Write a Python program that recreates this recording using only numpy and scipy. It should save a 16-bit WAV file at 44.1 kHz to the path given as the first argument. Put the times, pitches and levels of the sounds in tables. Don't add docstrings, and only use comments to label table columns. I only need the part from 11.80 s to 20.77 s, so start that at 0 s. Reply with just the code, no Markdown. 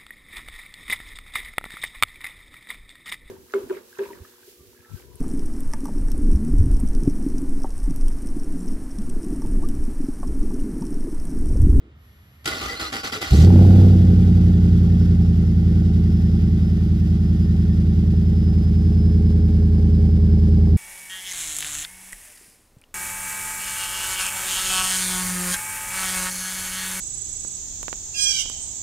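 import sys
import numpy as np
from scipy import signal
from scipy.fft import rfft, irfft
from scipy.io import wavfile
from scipy.ndimage import uniform_filter1d

SR = 44100
rng = np.random.default_rng(int(sys.argv[2]) if len(sys.argv) > 2 else 0)


def transcribe(signal):
    frames = np.atleast_2d(signal).T
    limited = np.clip(frames, -1, 1)
    pcm = np.round(limited * 32767).astype(np.int16)
    wavfile.write(sys.argv[1], SR, pcm)


N = 395577
TIME, BINS = np.arange(N) / SR, np.fft.rfftfreq(N, 1 / SR)
CATCH_S, FLARE_S = 1.5, 2.0
IDLE_RATE, FLARE_RATE = 82, 95


# relative level in dB in the flare, while sinking, at idle beside the pipe, and behind it.
NOTE_OVERTONES = [(-24, -38, -34.5, -33.5), (-14.0, -7, -7, -7.5), (-29.5, -37, -30, -31.5),
                  (-24, -14.5, -13, -17), (1, 0.0, 0.0, 0.5), (-24.5, -12.5, -12.5, -16.5),
                  (-28, -26, -29.5, -29), (-15.5, -10, -9, -11.5), (-16.5, -21, -19.5, -28),
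                  (-13.5, -15.5, -23.5, -23.5), (-25.5, -21.5, -14.5, -21), (-14.5, -19, -36, -22),
                  (-8, -3.5, -5, -9), (-27, -16.5, -20.5, -16), (-16.5, -12.0, -9, -16),
                  (-28, -25, -16, -16.5), (-35, -20, -12.5, -20), (-16, -14, -11, -10.5),
                  (-27.5, -34, -42.5, -38), (-35.0, -24.5, -25.5, -33.5), (-41, -24.5, -22.5, -22.5),
                  (-38, -36.5, -39.5, -44), (-35.0, -27, -34.5, -30.5), (-36, -28, -28.5, -34),
                  (-22, -23, -31, -33.5), (-22, -40.5, -29.5, -26), (-43.5, -33, -29, -24.0),
                  (-40, -24.5, -22, -34), (-43.5, -35.5, -26, -27.5), (-30.5, -40, -32.5, -36),
                  (-29, -38, -32, -38.5), (-37.5, -45.0, -37.5, -49), (-31.5, -40.5, -44, -40.5),
                  (-40, -26, -36.5, -35), (-44, -32.5, -29.5, -35.5), (-49, -45, -33.5, -40.5),
                  (-47, -38, -29.5, -23.5), (-47, -52.5, -39, -28), (-42, -57, -48.5, -37),
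                  (-38.5, -54.5, -47.5, -49), (-36.5, -53, -50.5, -37.5), (-46, -39, -48, -48.5),
                  (-43, -35, -44, -40.5)]
# time in seconds, column number (fractions blend).
NOTE_STAGE = [(2.05, 0), (2.35, 1), (3.2, 1), (4.3, 2), (5.9, 2), (7.7, 3)]
BANK_OF_FIRING = np.array([1, 0, 0, 1, 0, 1, 1, 0])
CYLINDER_BLOWS = [3.3, -4.2, 4.9, -4.8, .5, -1.9, 2.9, -2.9]
# place in the cycle in firings, relative strength in dB.
UPPER_BARKS = [(.8, -2), (1.8, 1), (2.3, 3), (3.8, -10), (4.3, -3), (5.3, -8), (6.8, -2), (7.3, 4)]
# frequency in Hz, width in Hz.
PIPE_WAVES = [(52.5, 8.4), (71, 37), (182, 10), (215, 69), (302, 33)]
# dB at idle, dB added at full effort, dB added by the whole walk.
NOTE_LOUDNESS = (-16, 8.6, 5.66)
BARK_FROM = 22
VALVE_AT, BANK_DELAY = -.21, .5
PORT_LAG = 7


def exhaust(firings, uneven=0.05, jitter=0.005, stumble=1.5):
    unrest = 1 + stumble * np.interp(TIME, [1.6, 1.76], [1, 0])
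    cycle = (firings + jitter * unrest * drift(45)) / 8
    arrivals = VALVE_AT + np.arange(8) + BANK_DELAY * BANK_OF_FIRING
    speed, speeds = curves(FIRING_RATE)[0], np.arange(60, 100)
    stage, out = curves(NOTE_STAGE)[0], np.zeros(N)
    for k, row_db in enumerate(NOTE_OVERTONES, 4):
        hz = k * speeds / 8
        pipe = np.prod([1 / (f * f - hz * hz + 1j * hz * width) for f, width in PIPE_WAVES], axis=0)
        at, blow_db = (arrivals, CYLINDER_BLOWS) if k < BARK_FROM else np.transpose(UPPER_BARKS)
        blows = amp(blow_db) @ np.exp(-2j * np.pi * k * at / 8)
        phase = np.interp(speed, speeds, np.unwrap(np.angle(blows * pipe)))
        size = np.interp(stage, np.arange(len(row_db)), amp(row_db))
        out += size * np.cos(2 * np.pi * k * cycle + phase)
    running = TIME > CATCH_S
    power = uniform_filter1d(out ** 2 * running, size=17000).clip(1e-9)
    share = uniform_filter1d(1. 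* running, size=17000).clip(1e-9)
    out /= np.sqrt(power / share)
    out *= level(NOTE_LOUDNESS, bend=0.84) * (1 + uneven * unrest * drift(25))
    left = np.concatenate([np.zeros(shape=PORT_LAG), out])[:N]
    return np.array([left, out]) * amp([[-.45], [.45]])


# frequency in Hz, relative level in dB per Hz.
CHUFF_BESIDE_COLOUR = [(380, -27.5), (490, 8), (590, -3.5), (640, -5), (690, -2), (820, 0.5), (930, -27),
                       (2000, -45.5)]
# frequency in Hz, relative level in dB per Hz.
CHUFF_BEHIND_COLOUR = [(380, -18.5), (495, 17), (580, 0), (650, -6), (740, -1.5), (830, -11), (930, -22),
                       (2000, -39)]
# dB at idle, dB added at full effort, dB added by the whole walk.
CHUFF_LOUDNESS = (-61, 16, 16)


def chuffs(strength, age):
    front = strength * age * np.exp(-(age / .015) ** 2)
    drive = np.array([front, 0 * front])
    beside, rear = (ports(drive, amp(read(colour)), (450, 950))
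                    for colour in (CHUFF_BESIDE_COLOUR, CHUFF_BEHIND_COLOUR))
    late = behind()
    return level(CHUFF_LOUDNESS, bend=2.0) * ((1 - late) * beside + late * rear)


# frequency in Hz, relative level in dB per Hz.
PUFF_COLOUR = [(30, -10.5), (70, 5.5), (200, 8), (330, 3), (430, -3.5), (520, -9.5), (650, -14.5),
               (820, -8), (950, -34), (1400, -27.5), (3000, -49)]
# dB at idle, dB added at full effort, dB added by the whole walk.
PUFF_LOUDNESS = (-57, 19.8, 4)
OVERTONE_HZ, OVERTONE_STEP_HZ = 495, 94


def puffs(strength, age, between=1.0, overtone_db=3.5):
    tear = between * (1 - .5 * effort()) + strength * np.exp(-(age / .27) ** 2)
    overtones = overtone_db * np.cos(2 * np.pi * (BINS - OVERTONE_HZ) / OVERTONE_STEP_HZ)
    gas = ports(tear * rng.standard_normal((2, N)), amp(read(PUFF_COLOUR) + overtones), (550, 950))
    return level(PUFF_LOUDNESS, bend=1.29) * gas


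CHUFF_STRENGTHS = [1, -4, 0, 4.5, -1.5, 1, -4.5, 0]


def blow_timing(firings, early=.15, chance_db=1.5, bank_lag=0.059):
    load, blow = effort(), firings.astype(int)
    cylinder = blow % len(BANK_OF_FIRING)
    chance = chance_db * (1.5 - load) * rng.standard_normal(blow.max() + 1)[blow]
    strength = amp(np.array(CHUFF_STRENGTHS)[cylinder] + chance)
    return strength, firings % 1 - .47 - bank_lag * BANK_OF_FIRING[cylinder] + early * load


# start in seconds, level in dB.
CRACK_TIMES = [(1.577, -41), (1.638, -29), (1.674, -28), (1.703, -23), (1.725, -31), (1.759, -25),
               (1.791, -25), (1.812, -28), (1.849, -26), (1.899, -35), (1.932, -33), (1.985, -31),
               (2.015, -25), (2.076, -31), (2.106, -36), (7.982, -42), (8.475, -39), (8.575, -38.5),
               (8.872, -36)]


def cracks(low_hz=560, high_hz=880, snap=0.11):
    fronts = np.zeros(N)
    for s, db in CRACK_TIMES:
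        fronts[round(s * SR)] = amp(db)
    click = signal.unit_impulse(shape=1024)
    ring = signal.lfilter(*signal.butter(3, [low_hz, high_hz], "band", fs=SR), click)
    edge = signal.lfilter(*signal.butter(2, [low_hz, 2500], "band", fs=SR), click)
    shape = ring / abs(ring).max() + snap * edge / abs(edge).max()
    return signal.oaconvolve(fronts, shape)[:N]


# frequency in Hz, relative level in dB per Hz.
BAY_BESIDE_COLOUR = [(400, -10), (950, -3.5), (1450, -3), (1680, -3.5), (1900, -5.5), (2350, -4),
                     (2650, 1.5), (4100, -6), (5150, -5.5), (5500, -5.5), (7500, -14), (11000, -15),
                     (13400, -19), (15800, -18)]
# frequency in Hz, relative level in dB per Hz.
BAY_BEHIND_COLOUR = [(400, -7), (950, 1.5), (1600, -3), (2400, 1), (2700, 3.5), (3500, -1.5), (4100, -3),
                     (4800, 0), (5100, 0.5), (5450, -4), (7600, -12.5), (8500, -11), (11000, -12),
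                     (15800, -24)]
# frequency in Hz, half-width in Hz, relative level in dB.
BAY_BESIDE_MODES = [(1134, 9.1, -2.5), (1290, 6.6, -8), (1380, 17, -3.5), (1500, 23, 3), (1830, 35, -7.5),
                    (2047, 45, -3), (2390, 5.8, 2), (3250, 9.3, -11), (3430, 6.3, -1), (3800, 46, -10),
                    (4800, 47, -3)]
# frequency in Hz, half-width in Hz, relative level in dB.
BAY_BEHIND_MODES = [(1075, 33, -2), (1410, 20, -7), (1580, 53, -3.5), (1630, 31, 0.5), (1760, 25, -1),
                    (2210, 25, -6)]
# dB at idle, dB added at full effort, dB added by the whole walk.
BAY_LOUDNESS = (-55, 8.35, -2.8)


def engine_bay(firings, tick=0.34, flutter_db=0.8, ring_db=5.0):
    ticks = 1 + tick * np.exp(-(firings % 1) / 0.063)
    hiss = rng.standard_normal((2, N)) + .5 * grains(1500, 1.7)
    drive = ticks * amp(flutter_db * drift(33)) * hiss
    late = behind()
    places = ((BAY_BESIDE_COLOUR, BAY_BESIDE_MODES), (BAY_BEHIND_COLOUR, BAY_BEHIND_MODES))
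    beside, rear = (ports(drive, amp(read(colour)) * (1 + amp(ring_db) * peaks(modes)), (2400, 7000))
                    for colour, modes in places)
    spin_up = np.interp(TIME, [1.56, 1.69], [0, 1])
    return spin_up * level(BAY_LOUDNESS, bend=1.45) * ((1 - late) * beside + late * rear)


# time in seconds, level in dB.
WHINE_LOUDNESS = [(2.7, -80), (3.2, -61), (3.7, -67), (4.0, -68), (4.25, -60), (4.9, -61), (5.15, -68),
                  (5.55, -62), (6.3, -66), (6.75, -58), (7.3, -59), (7.7, -66), (8.3, -62), (8.97, -66)]
WHINE_PER_FIRING = 62.25


def belt_whine(waver_hz=13, flutter_db=3.5):
    waver = waver_hz * (drift(9) + 2 * drift(150))
    turns = np.cumsum(WHINE_PER_FIRING * curves(FIRING_RATE)[0] + waver) / SR
    flutter = amp(flutter_db * drift(12).clip(-3, 1.3))
    whine = evened(flutter * np.sin(2 * np.pi * turns))
    return amp(curves(WHINE_LOUDNESS)[0]) * (TIME > FLARE_S) * whine


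# time in seconds, firings per second.
FIRING_RATE = [(1.5, 64.61), (1.68, 91.51), (1.85, 93.54), (2.0, 95.06), (2.25, 89.33), (2.55, 88.15),
               (2.8, 86.94), (3.25, 85.98), (3.68, 83.52), (3.85, 84.05), (4.3, 84.01), (4.42, 83.45),
               (4.58, 83.4), (5.15, 82.11), (5.6, 82.73), (6.5, 82.22), (6.88, 81.28), (7.05, 82.26),
               (7.35, 82.49), (7.6, 82.08), (8.1, 81.36), (8.97, 80.36)]


def crank():
    return np.cumsum(curves(FIRING_RATE)[0] * (TIME >= CATCH_S)) / SR


def effort():
    sinking = (curves(FIRING_RATE)[0] - IDLE_RATE) / (FLARE_RATE - IDLE_RATE)
    return np.where(TIME < FLARE_S, 1, np.clip(sinking, 0, 1))


WALK_S = (5.47, 10.8)


def level(law, bend):
    idle_db, effort_db, walk_db = law
    return amp(idle_db + effort_db * effort() ** bend + walk_db * np.interp(TIME, WALK_S, [0, 1]))


def behind():
    return np.interp(TIME, [5.9, 7.7], [0, 1])


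# frequency in Hz, relative level in dB per Hz.
GEAR_COLOUR = [(25, -19), (45, -2), (90, -1.5), (160, -5), (260, -2.5), (340, -2.5), (600, -10), (1000, -7),
               (1700, -7), (2330, -4.5), (2700, -1), (4800, -7.5), (7500, -11.5), (8300, -12),
               (9700, -27.5), (11000, -11), (13000, -24.5), (15800, -18)]
# frequency in Hz, half-width in Hz, relative level in dB.
HOUSING_MODES = [(269, 30, -17.5), (637, 18, 1), (791, 16, 9.5), (1150, 24, 3.5), (1364, 20, 4.5),
                 (1453, 27, 10.5), (1990, 42, 3), (3800, 81, -31), (4400, 22, -3), (4720, 22, 5),
                 (4880, 70, -9)]
# start in seconds, length in seconds, first Hz, last Hz, relative level in dB.
GEAR_SQUEALS = [(0.662, 0.037, 389, 363, -36.5), (0.663, 0.051, 1496, 1400, -35),
                (0.716, 0.027, 2050, 1960, -29.5), (0.733, 0.022, 4470, 4170, -43),
                (0.79, 0.13, 1190, 1258, -36.5), (0.846, 0.094, 247, 278, -51),
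                (0.886, 0.028, 2020, 1910, -29.5), (0.89, 0.079, 490, 460, -41),
                (0.907, 0.049, 1980, 2050, -34.5), (0.908, 0.025, 4850, 4770, -36),
                (0.956, 0.04, 3950, 4300, -38), (0.993, 0.12, 347, 305, -45),
                (1.014, 0.025, 4200, 4120, -36), (1.03, 0.054, 1290, 1214, -35),
                (1.045, 0.055, 3920, 4240, -35), (1.124, 0.05, 762, 800, -38.5),
                (1.14, 0.097, 1410, 1494, -41), (1.177, 0.06, 4400, 5240, -41),
                (1.224, 0.03, 1358, 1410, -40), (1.314, 0.065, 1367, 1338, -37),
                (1.332, 0.082, 440, 430, -38.5), (1.413, 0.039, 2060, 1950, -32.5)]
STARTER_ON_S, SPIN_UP_S, MESH_FIRST_HZ, MESH_TOP_HZ = 0.59, .22, 950, 1826


def starter(ring_db=8.0, body_db=6.0, squeal_db=-3.0, whine_db=-11.5, sag=0.2, slip_db=-5.5):
    housing = amp(read(GEAR_COLOUR)) * (amp(body_db) + amp(ring_db) * peaks(HOUSING_MODES))
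    body, bright = gear_load()
    age = np.maximum(TIME - STARTER_ON_S, 0)
    free_hz = MESH_TOP_HZ + (MESH_FIRST_HZ - MESH_TOP_HZ) * np.exp(-age / SPIN_UP_S)
    slowing = uniform_filter1d(body / body.max(), size=1500)
    mesh_hz = free_hz * (1 - sag * slowing) * (1 + 0.074 * drift(260))
    mesh = 2 * np.pi * np.cumsum(mesh_hz) / SR
    teeth = sum(size * drift(70) * np.sin(k * mesh) for k, size in enumerate([.4, .4, 1, .4], 1))
    clatter = ports(grains(6000, 2.8), housing, (50, 16000))
    gears = clatter + amp(whine_db) * teeth + amp(slip_db) * rings()
    treble = irfft(rfft(gears) / (1 + (2800 / (BINS + 1)) ** 4), N)
    sound = body * (gears - treble) + bright * treble
    waver = 25 * drift(175)
    for s, length, first_hz, last_hz, db in GEAR_SQUEALS:
        u = np.clip((TIME - s) / length, 0, 1)
        turns = np.cumsum(first_hz + (last_hz - first_hz) * u + waver) / SR
        side_phase = np.array([[0], [-1.2]]) * (first_hz > 1000)
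        squeal = np.sin(np.pi * u) * np.sin(2 * np.pi * turns + side_phase)
        sound = sound + amp(db + squeal_db) * 2 * squeal
    return sound


# start in seconds, level in dB.
PINION_CLACKS = [(0.641, -41.5), (0.655, -22.5), (0.674, -21.5)]
# start in seconds, length in seconds, level in dB before it eases.
COMPRESSION_LOADS = [(0.684, 0.34, -32.5), (0.802, 0.23, -34.5), (0.992, 0.125, -30), (1.119, 0.11, -29.5),
                     (1.23, 0.084, -28.5), (1.315, 0.088, -28), (1.407, 0.12, -29)]
CLACK_RISE_S, CLACK_DECAY_S = 0.005, 0.015
LOAD_RISE_S, LOAD_EASE_DB, LOAD_TREBLE_DB = 0.0097, -13, -3.5
OVERRUN_S, OVERRUN_END_S, OVERRUN_FADE_S = 1.49, 1.647, 0.02
OVERRUN_DB, OVERRUN_TREBLE_DB = -38, 3


def gear_load(clack_treble_db=0.0):
    clacks = strokes = np.zeros(N)
    for s, db in PINION_CLACKS:
        age = np.maximum(TIME - s, 0)
        clack = amp(db) * np.minimum(age / CLACK_RISE_S, 1) * np.exp(-age / CLACK_DECAY_S)
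        clacks = np.hypot(clacks, clack)
    for s, length, db in COMPRESSION_LOADS:
        age = np.maximum(TIME - s, 0)
        easing = amp(db + LOAD_EASE_DB * (age / length) ** 2.3)
        strokes = np.hypot(strokes, np.minimum(age / LOAD_RISE_S, 1) * easing)
    fade_in = np.clip((TIME - OVERRUN_S) / OVERRUN_FADE_S, 0, 1)
    fade_out = np.exp(-np.maximum(TIME - OVERRUN_END_S, 0) / OVERRUN_FADE_S)
    parts = np.array([clacks, strokes, amp(OVERRUN_DB) * fade_in * fade_out])
    treble = amp([[clack_treble_db], [LOAD_TREBLE_DB], [OVERRUN_TREBLE_DB]])
    return np.linalg.norm(parts, axis=0), np.linalg.norm(parts * treble, axis=0)


# frequency in Hz, relative level in dB.
GEAR_RINGS = [(280, 4), (440, 1.5), (790, -4), (1280, 2.5), (3500, 2.5), (4150, 8), (4750, 6), (5300, 3.5),
              (6000, 5), (8300, -2)]
RINGS_PER_S, RING_S = 450, .014


def rings(scatter=0.0588, glide=0.034, spread_db=0.5):
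    start = PINION_CLACKS[0][0]
    out, span = np.zeros(N), OVERRUN_END_S + .1 - start
    for when, which, *draws in rng.random((round(RINGS_PER_S * span), 6)):
        pitch, bend, size, long = 3.5 * (np.array(draws) - .5)
        hz, db = GEAR_RINGS[int(which * len(GEAR_RINGS))]
        u = np.linspace(0, 1, round(RING_S * 2 ** (long / 2) * SR))
        turns = np.cumsum(hz * (1 + scatter * pitch + glide * bend * (u - .5))) / SR
        at = round((start + when * span) * SR)
        chirp = np.sin(np.pi * np.sqrt(u)) * np.sin(2 * np.pi * turns)
        out[at:at + len(u)] += amp(db + spread_db * size) * chirp
    return evened(out) * np.sqrt(span * SR / N)


# middle in seconds, level in dB.
CRANKING_THUDS = [(.71, -44), (.87, -33), (1.025, -36), (1.15, -51), (1.488, -39)]


def thuds(hz=66, length_s=0.026):
    return sum(amp(db) * np.exp(-((TIME - s) / length_s) ** 2) * np.sin(2 * np.pi * hz * (TIME - s))
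               for s, db in CRANKING_THUDS)


# frequency in Hz, relative level in dB per Hz.
PUMP_COLOUR = [(500, -17), (1100, 6.5), (1450, 5), (1800, 7), (2400, 6), (3500, 3.5), (6000, -4),
               (9000, -8), (14000, -4)]
PUMP_ON_S, PUMP_RISE_S, PUMP_OVERSHOOT, PUMP_SETTLE_S = 0.098, 0.038, .1, .035
PUMP_LOW_LINE_HZ, PUMP_WHINE_DB = 5790, -69.5
PUMP_HUM_HZ, PUMP_HUM_DB, PUMP_PRIMING_DB = 1824, -66, -9


def fuel_pump(rush_db=-67.5, low_line_db=-12.0):
    age = np.maximum(TIME - PUMP_ON_S, 0)
    speed = 1 + PUMP_OVERSHOOT * np.exp(-age / PUMP_SETTLE_S)
    on = np.minimum(age / PUMP_RISE_S, 1)
    angle = 2 * np.pi * np.cumsum(PUMP_LOW_LINE_HZ * speed + 6 * drift(60)) / SR
    whine = amp(PUMP_WHINE_DB) * evened(np.sin(2 * angle) + amp(low_line_db) * np.sin(angle))
    hum_angle = 2 * np.pi * np.cumsum(PUMP_HUM_HZ * speed + 12 * drift(50)) / SR
    hum = evened((1 + 0.56 * drift(16)) * np.sin(hum_angle))
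    hum_gain = amp(PUMP_HUM_DB + PUMP_PRIMING_DB * (TIME < CATCH_S)) * (1 - behind())
    priming = np.interp(TIME, [.14, .25, .66, .8], [0, 1, 1, 0])
    rush = amp(rush_db) * ports(rng.standard_normal((2, N)), amp(read(PUMP_COLOUR)), (600, 14000))
    return on * (priming * (whine + rush) + hum_gain * hum)


# frequency in Hz, relative level in dB per Hz.
OUTDOOR_COLOUR = [(25, -24.5), (50, -4), (75, 4), (130, -5.5), (300, -19), (500, -26.5), (1000, -24),
                  (3000, -29), (6000, -45), (14000, -56)]


def outdoors(air_db=-51.0, hum_db=-52.5, rustle_db=-53.0, rustle_hz=290):
    hum_angle = 2 * np.pi * np.cumsum(75 + 5 * drift(15)) / SR
    hum = amp(hum_db) * evened((1 + .6 * drift(12)) * np.sin(hum_angle))
    rustle = ports(rng.standard_normal((2, N)), peaks([(rustle_hz, 130, 0)]), (25, 14000))
    rustle = rustle * np.exp(-((TIME - .06) / 0.067) ** 2)
    air = ports(rng.standard_normal((2, N)), amp(read(OUTDOOR_COLOUR)), (25, 14000))
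    return hum + amp(rustle_db) * rustle + amp(air_db) * air


# frequency in Hz, likeness from 0 to 1.
SIDE_LIKENESS = [(350, .99), (800, .8), (1130, .3), (1450, .8), (1800, .4), (2650, .82), (3700, .45),
                 (4400, .6), (5800, .25), (8000, .25), (9100, .85), (10600, .7), (11300, .99), (15000, .97)]
# frequency in Hz, lead in radians.
LEFT_LEAD = [(0, 0), (550, 0), (1000, -2.5), (1200, -.8), (1650, -2.5), (1900, -1), (2500, -2.9),
             (4100, -6.2), (5000, -6.5), (8000, -12), (9100, -9.5), (10100, -9.4), (11200, -6.3),
             (12800, -6.2), (13800, -3.2)]
# frequency in Hz, left minus right in dB.
LEFT_EXCESS = [(60, -1), (640, -1), (1400, -3.5), (2400, .5), (15000, 0)]


def ports(drive, colour, band):
    a, b = rfft(drive)
    same = np.clip(read(SIDE_LIKENESS), 0, 1)
    turn, side = np.exp(-1j * read(LEFT_LEAD)), amp(read(LEFT_EXCESS) / 2)
    right = (same * a + np.sqrt(1 - same ** 2) * b) * turn / side
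    pair = colour * np.array([a * side, right])
    inside = (BINS > band[0]) & (BINS < band[1])
    return irfft(pair, N) / np.std(irfft(pair.mean(0) * inside, N))


def grains(per_s, spread_db):
    size = amp(spread_db * np.minimum(rng.exponential(1, (2, N)), 4))
    return evened(size * rng.standard_normal((2, N)) * (rng.random((2, N)) < per_s / SR))


def peaks(modes):
    return sum(amp(db) / (1 + ((BINS - hz) / width) ** 2) for hz, width, db in modes)


def drift(hz):
    step = 32
    noise = rng.standard_normal(N // step + 2)
    lowpass = 1 / (1 + (np.fft.rfftfreq(len(noise), step / SR) / hz) ** 4)
    slow = irfft(rfft(noise) * lowpass, len(noise))
    return evened(np.interp(np.arange(N), np.arange(len(noise)) * step, slow))


def curves(rows):
    s, *columns = np.transpose(rows)
    return [np.interp(TIME, s, c) for c in columns]


def read(points):
    hz, value = np.transpose(points)
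    return np.interp(np.log(BINS + 1), np.log(hz + 1), value)


def amp(db):
    return 10 ** (np.asarray(db) / 20)


def evened(x):
    return x / np.sqrt(np.mean(x ** 2) + 1e-20)


def scene():
    firings = crank()
    blows = blow_timing(firings)
    caught = np.interp(TIME, [1.48, 1.508, 1.53, 1.55, 1.566, 1.582], [0, .05, 1, 1, .5, 1])
    pipe = caught * (exhaust(firings) + chuffs(*blows) + puffs(*blows)) + cracks()
    running = pipe + engine_bay(firings) + belt_whine()
    return running + starter() + thuds() + fuel_pump() + outdoors()


EDGE_HZ = 15800


def record(dry):
    rounded = dry / (1 + (dry / .96) ** 8) ** (1 / 8)
    faded = rounded * signal.windows.tukey(N, .001)
    lowpass = signal.firwin(511, EDGE_HZ, window=("kaiser", 9), fs=SR)
    return signal.oaconvolve(faded, lowpass[None], "same")


dry = scene()
out = record(dry)
transcribe(out)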